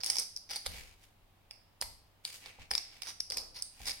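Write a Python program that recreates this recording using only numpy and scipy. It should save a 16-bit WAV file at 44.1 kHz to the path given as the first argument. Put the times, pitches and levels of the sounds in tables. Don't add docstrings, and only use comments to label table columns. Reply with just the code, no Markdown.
import sys
import numpy as np
from scipy import signal
from scipy.fft import rfft, irfft
from scipy.io import wavfile
from scipy.ndimage import uniform_filter1d

SR = 44100
rng = np.random.default_rng(int(sys.argv[2]) if len(sys.argv) > 2 else 0)


def wrap_up_sound(samples):
    columns = np.atleast_2d(samples).T
    tamed = np.clip(columns, -1, 1)
    steps = np.round(tamed * 32767).astype(np.int16)
    wavfile.write(sys.argv[1], SR, steps)


N = 176400
T = np.arange(N) / SR
TABLE_PAN_DB = -4
# frequency in Hz, relative level in dB.
FELT_SPECTRUM = [(30, -10), (160, -12.5), (320, 0), (1200, -5), (16000, -65)]


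def from_db(db):
    return 10 ** (np.asarray(db) / 20)


def unit_rms(x):
    return x / np.sqrt(np.mean(x ** 2) + 1e-20)


def at_hz(points, hz):
    p = np.array(points)
    return np.interp(np.log(np.maximum(hz, 1)), np.log(p[:, 0]), p[:, 1])


def panned(db):
    return unit_rms(from_db([[db / 2], [-db / 2]]))


def add(out, start_s, x):
    i = int(start_s * SR)
    x = x[:, max(-i, 0):N - i]
    out[:, max(i, 0):max(i, 0) + x.shape[1]] += x


def levelled(x, span_s):
    return x * np.sqrt(span_s * SR / (np.sum(x ** 2, axis=1, keepdims=True) + 1e-20))


def noise(spectrum):
    # frequency in Hz, correlation of left and right.
    coherence = [(30, .95), (125, 0.63), (1000, 0.33), (3000, 0.039)]
    hz = np.arange(N // 2 + 1) * SR / N
    mid, side = rfft(rng.standard_normal((2, N)))
    alike = at_hz(coherence, hz)
    both = np.sqrt(1 + alike) * mid + np.sqrt(1 - alike) * side * [[1], [-1]]
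    return unit_rms(irfft(both * from_db(at_hz(spectrum, hz)) * (hz > 15), N))


def stroke(start, peak, end, drop_db=16.5):
    away = np.maximum((peak - T) / max(peak - start, .002), (T - peak) / max(end - peak, .002))
    return from_db(-drop_db * np.minimum(away, 2)) * np.clip((1.2 - away) * 5, 0, 1)


def ring(modes, pitch=1, detune=.025, scatter_db=2):
    hz, db, swell_s = np.array(modes).T[:, :, None, None]
    count = len(modes)
    path_s = np.abs(rng.normal(0, .0001, (count, 2, 1)))
    t = np.maximum(np.arange(900) / SR - path_s, 0)
    hz = hz * pitch * (1 + detune * rng.standard_normal((count, 1, 1)))
    gain = from_db(db + scatter_db * rng.standard_normal((count, 2, 1))) / np.sqrt(swell_s)
    envelope = gain * t / swell_s * np.exp(-t / swell_s)
    return np.sum(envelope * np.sin(2 * np.pi * (hz * t + rng.random((count, 1, 1)))), axis=0)


def chip_sound(contacts, pitch, body_db, edge_db, pan_db):
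    # frequency in Hz, level in dB, swell time in seconds.
    chip_modes = [(4824, -6, 0.00033), (5160, -0.5, 0.00054), (5425, -9, 0.00043)]
    edge_modes = [(6360, -4.5, 0.00048), (8650, 0.5, 0.0002), (9570, -5, 0.00047), (10270, -9, 0.00061),
                  (10850, -2.5, 0.00062), (13000, -9.5, 0.000062)]
    stack_modes = [(824, -9, 0.00075), (1410, -9.5, 0.00024), (2210, -1.5, 0.00034), (2694, -9.5, 0.00017),
                   (3710, 0.5, 0.00023)]
    snap_decay_s, snap_above_hz = .0012, 2990
    grip_detune = .036

    def struck(response):
        return levelled(signal.fftconvolve(contacts[None], response, axes=1), span_s=.0013)

    main = ring(chip_modes, pitch)
    snap = rng.standard_normal(main.shape) * np.exp(-T[:main.shape[1]] / snap_decay_s)
    snap = signal.sosfilt(signal.butter(1, snap_above_hz, "high", fs=SR, output="sos"), snap)
    snap_db = -6.5 + (edge_db + body_db) / 2
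    chip = struck(main) + from_db(snap_db) * struck(snap)
    edge = from_db(edge_db) * struck(ring(edge_modes, detune=grip_detune))
    body = from_db(body_db) * struck(ring(stack_modes, detune=grip_detune))
    return chip * panned(pan_db) + edge * panned(pan_db / 2 - 6) + body * panned(pan_db / 2 - 5.5)


def slides(chips=5, catches_per_s=800, felt_db=-21.5):
    # start, peak and end in seconds, level in dB, relative stack and edge levels in dB,
    # pan in dB.
    moves = [(-.03, 0.004, 0.021, -43.5, -11.5, -17, -5), (0.031, 0.084, 0.18, -38.5, -9.5, -8, -4),
             (0.182, .19, 0.23, -33.5, -15, -5, -4.5), (0.493, 0.507, 0.57, -38.5, -3.5, -7, 2.5),
             (.65, 0.661, .68, -46, 2, -5, -9), (2.718, 2.755, 3, -58.5, 5.5, -14, -23),
             (3.054, 3.077, 3.12, -40.5, -4.5, -7, -2), (3.326, 3.335, 3.35, -36, -19, -15, -1),
             (3.366, 3.38, 3.42, -41.5, -19, -10, 9), (3.546, 3.569, 3.613, -45, -8, -8.5, 1),
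             (3.857, 3.886, 3.915, -33, -6, -5, -1)]
    out, drag = np.zeros((2, N)), np.zeros(N)
    for start, peak, end, db, body_db, edge_db, pan_db in moves:
        force = from_db(db) * stroke(start, peak, end, drop_db=9)
        moving = np.flatnonzero(force)
        chatter = 0
        for _ in range(chips):
            chance, size, sign = rng.random((3, N // 4))[:, :len(moving)]
            strength = from_db(-1.5 * np.log(size + .02)) * np.sign(sign - .5)
            catches = (chance < catches_per_s / chips / SR) * strength
            pitch = 1 + rng.normal(0, .049)
            chatter += chip_sound(catches, pitch, body_db, edge_db, pan_db)[:, :len(moving)]
        out[:, moving] += unit_rms(chatter) * force[moving]
        drag += force
    return out + from_db(felt_db) * drag * noise(FELT_SPECTRUM) * panned(TABLE_PAN_DB)


def clacks(rebounds_per_s=3000, rebound_db=-10, graze_db=-14, graze_s=.0016):
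    # time in seconds, level in dB, relative stack and edge levels in dB, pan in dB,
    # chatter length in milliseconds, ring frequency in Hz.
    impacts = [(0.0346, -26, -8.5, -8.5, 0.5, 3.7, 5020), (0.0441, -31, -21, 0.5, 6, 1.5, 5200),
               (0.0617, -26, -20.5, -2, 9, 2.5, 5330), (0.1003, -18.5, -15, -2.5, -4, 3.5, 5100),
               (0.1564, -28.5, -14, -4, -1, 1.8, 5040), (.168, -25.5, -10.5, -7.5, -7, 2, 5230),
               (.1844, -21.5, -20, -12, 12, .8, 5180), (0.1973, -26, -15.5, 2, -8.5, 3, 5430),
               (0.3639, -29, -32, -11.5, 0, .4, 5230), (0.373, -34.5, -23, -13, 0, 1, 5030),
               (0.5594, -27, -10, -3, 1, 8, 4710), (0.6627, -29.5, -1, .5, 1.5, 5.5, 4580),
               (1.51, -38.5, -6, -11.5, -2, 1.6, 4910), (1.8134, -25, -13.5, -4, -2, 1, 4890),
               (1.8225, -33, 0, -0.5, 1, 6.8, 4450), (2.2515, -27.5, -12.5, -8, 3.5, 1.24, 4540),
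               (2.46, -42.5, 1.5, -13, -3, 2.2, 4782), (2.7088, -30.5, -16, -12, 0, 1.4, 5060),
               (2.7126, -22.5, -6, -7, -1, 2.5, 5050), (2.7363, -28.5, -12, -22, 8, 2, 5050),
               (2.7519, -19.5, -10.5, -13, 6, .92, 5020), (2.779, -21.5, -17, -19.5, -6, .7, 5210),
               (3.02, -33, -3.5, -2.5, -13, 2.5, 5150), (3.033, -35.5, -7, -12, 22, 1.5, 4800),
               (3.2043, -22.5, -18.5, -12, 2, 1.4, 5180), (3.3014, -28.5, -18, -7, 0, 1.86, 5090),
               (3.308, -32.5, -13.5, -22, 2, 1.9, 4900), (3.3206, -28.5, -9, -9, -3, 2, 5100),
               (3.371, -27, -6.5, -4, -6, 2.5, 5000), (3.3822, -26, -21, -21, -4, 3.81, 5130),
               (3.623, -27, -28, -1.5, -3.5, .6, 5080), (3.909, -33, -16, -24, 20, .7, 5000),
               (3.9172, -31, -26, -19, -5, .66, 4900)]
    nominal_hz = 5150
    out = np.zeros((2, N))
    lead = N // 500
    age = (np.arange(N // 150) - lead) / SR
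    for time_s, db, body_db, edge_db, pan_db, chatter_ms, ring_hz in impacts:
        graze = from_db(graze_db) * np.exp(-np.abs(age) / graze_s)
        rebound = from_db(rebound_db) * (age < chatter_ms / 1000)
        touching = rng.random(len(age)) < rebounds_per_s / SR
        contacts = np.where(age < 0, graze, rebound) * rng.standard_normal(len(age)) * touching
        contacts[lead] = 1
        clack = chip_sound(contacts, ring_hz / nominal_hz, body_db, edge_db, pan_db)
        add(out, time_s - lead / SR, from_db(db) * clack)
    return out


def rubs(rough_db=4, grains_per_s=294):
    # start, peak and end in seconds, level in dB, relative hiss level in dB.
    moves = [(0.643, 0.754, .93, -52.5, -1.5), (0.974, 1.034, 1.09, -68.5, 4.5),
             (2.24, 2.278, 2.37, -58.5, 6.5), (2.315, 2.355, 2.43, -64, 11),
             (2.409, 2.467, 2.547, -51.5, -8.5), (2.56, 2.622, 2.67, -53, -18),
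             (2.89, 2.937, 3.09, -61, -3), (3.737, 3.885, 4, -55.5, 3.5)]
    # frequency in Hz, relative level in dB.
    body_spectrum = [(30, -20), (130, -6.5), (300, -6), (800, -0.5), (1300, -8), (2300, 6), (3300, -1.5),
                     (4800, -3.5), (7000, -11), (16000, -27)]
    hiss_spectrum = [(30, -63), (2000, -11), (4500, -7.5), (7000, -11), (10000, -12), (15500, -19)]
    body, hiss = noise(body_spectrum), noise(hiss_spectrum)
    grain = unit_rms(uniform_filter1d(rng.standard_normal(N), int(SR / grains_per_s)))
    friction = sum(from_db(db) * stroke(start, peak, end) * (body + from_db(hiss_db) * hiss)
                   for start, peak, end, db, hiss_db in moves)
    return from_db(rough_db * grain) * friction


def thumps():
    # time in seconds, knock and shudder levels in dB, shudder rise in seconds,
    # knock frequency in Hz.
    landings = [(.663, -44, -47, 0.037, 642), (1.822, -42.5, -55, 0.037, 797),
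                (2.586, -55.5, -52, 0.012, 780), (2.71, -44, -48.5, 0.0097, 660),
                (3.305, -53, -60.5, 0.039, 477), (3.371, -51.5, -71, 0.054, 438),
                (3.802, -55, -48, 0.022, 710)]
    # frequency in Hz, level in dB, swell time in seconds.
    knock_modes = [(618, -5, 0.0014), (740, -4, 0.0012), (859, -2.5, 0.0021)]
    # frequency in Hz, relative level in dB.
    shudder_spectrum = [(26, 0), (36, -7.5), (55, -7), (90, -17), (250, -29), (1000, -49.5)]
    nominal_hz = 756
    out, shudder = np.zeros((2, N)), np.zeros(N)
    for time_s, knock_db, shudder_db, rise_s, knock_hz in landings:
        knock = levelled(ring(knock_modes, knock_hz / nominal_hz), span_s=.0057)
        add(out, time_s, from_db(knock_db) * knock * panned(TABLE_PAN_DB))
        age = np.maximum(T - time_s, 0) / rise_s
        shudder += from_db(shudder_db) * np.sqrt(age * np.exp(1 - age))
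    return out + shudder * noise(shudder_spectrum)


def drags():
    # start, peak and end in seconds, level in dB.
    pushes = [(2.708, 2.71, 2.8, -53), (3.298, 3.375, 3.533, -55.5)]
    envelope = sum(from_db(db) * stroke(start, peak, end) for start, peak, end, db in pushes)
    return envelope * noise(FELT_SPECTRUM) * panned(TABLE_PAN_DB)


def room(x, early_db=-10, early_decay_s=.009, onset_s=.021, crossfeed=.37):
    # frequency in Hz, time to decay by 60 dB in seconds.
    decay_times = [(1000, 0.35), (5000, 0.51), (10000, .39), (16000, 0.268)]
    # frequency in Hz, gain in dB.
    tail_colour = [(2000, -8.5), (5000, -10), (10000, -7), (16000, -9.5)]
    t = T[:N // 6]
    hz = np.arange(len(t) // 2 + 1) * SR / len(t)
    white = rfft(rng.standard_normal((2, len(t))))
    early = rng.standard_normal((2, len(t))) * np.exp(-t / early_decay_s) * (t > .002)
    response = from_db(early_db) * levelled(early, 1 / SR)
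    edges_hz = np.geomspace(100, 18000, 14)
    for low, high in zip(edges_hz, edges_hz[1:]):
        centre = np.sqrt(low * high)
        band = irfft(white * (hz >= low) * (hz < high), len(t))
        fade = from_db(-60 * t / at_hz(decay_times, centre)) * np.minimum(t / onset_s, 1)
        response += from_db(at_hz(tail_colour, centre)) * band * fade / np.linalg.norm(fade)
    return signal.fftconvolve(x + x[::-1] * crossfeed, response, axes=1)[:, :N]


def scene(air_db=-66, hum_hz=95.6, hum_db=-74.5):
    # frequency in Hz, relative level in dB.
    air_spectrum = [(20, 7), (45, -3.5), (170, -11), (450, -17.5), (750, -13.5), (1500, -21.5),
                    (3200, -22.5), (7000, -33.5), (16000, -30.5)]
    knocks = clacks()
    handling = slides() + rubs() + drags() + thumps()
    off_axis = clacks()
    reflected = room((knocks + off_axis) / np.sqrt(2) + handling)
    air = from_db(air_db) * noise(air_spectrum)
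    hum = from_db(hum_db) * unit_rms(np.sin(2 * np.pi * hum_hz * T))
    return knocks + handling + reflected + air + hum


def record(dry):
    return signal.sosfilt(signal.ellip(10, .2, 70, 16000, fs=SR, output="sos"), dry)


dry = scene()
out = record(dry)
wrap_up_sound(out)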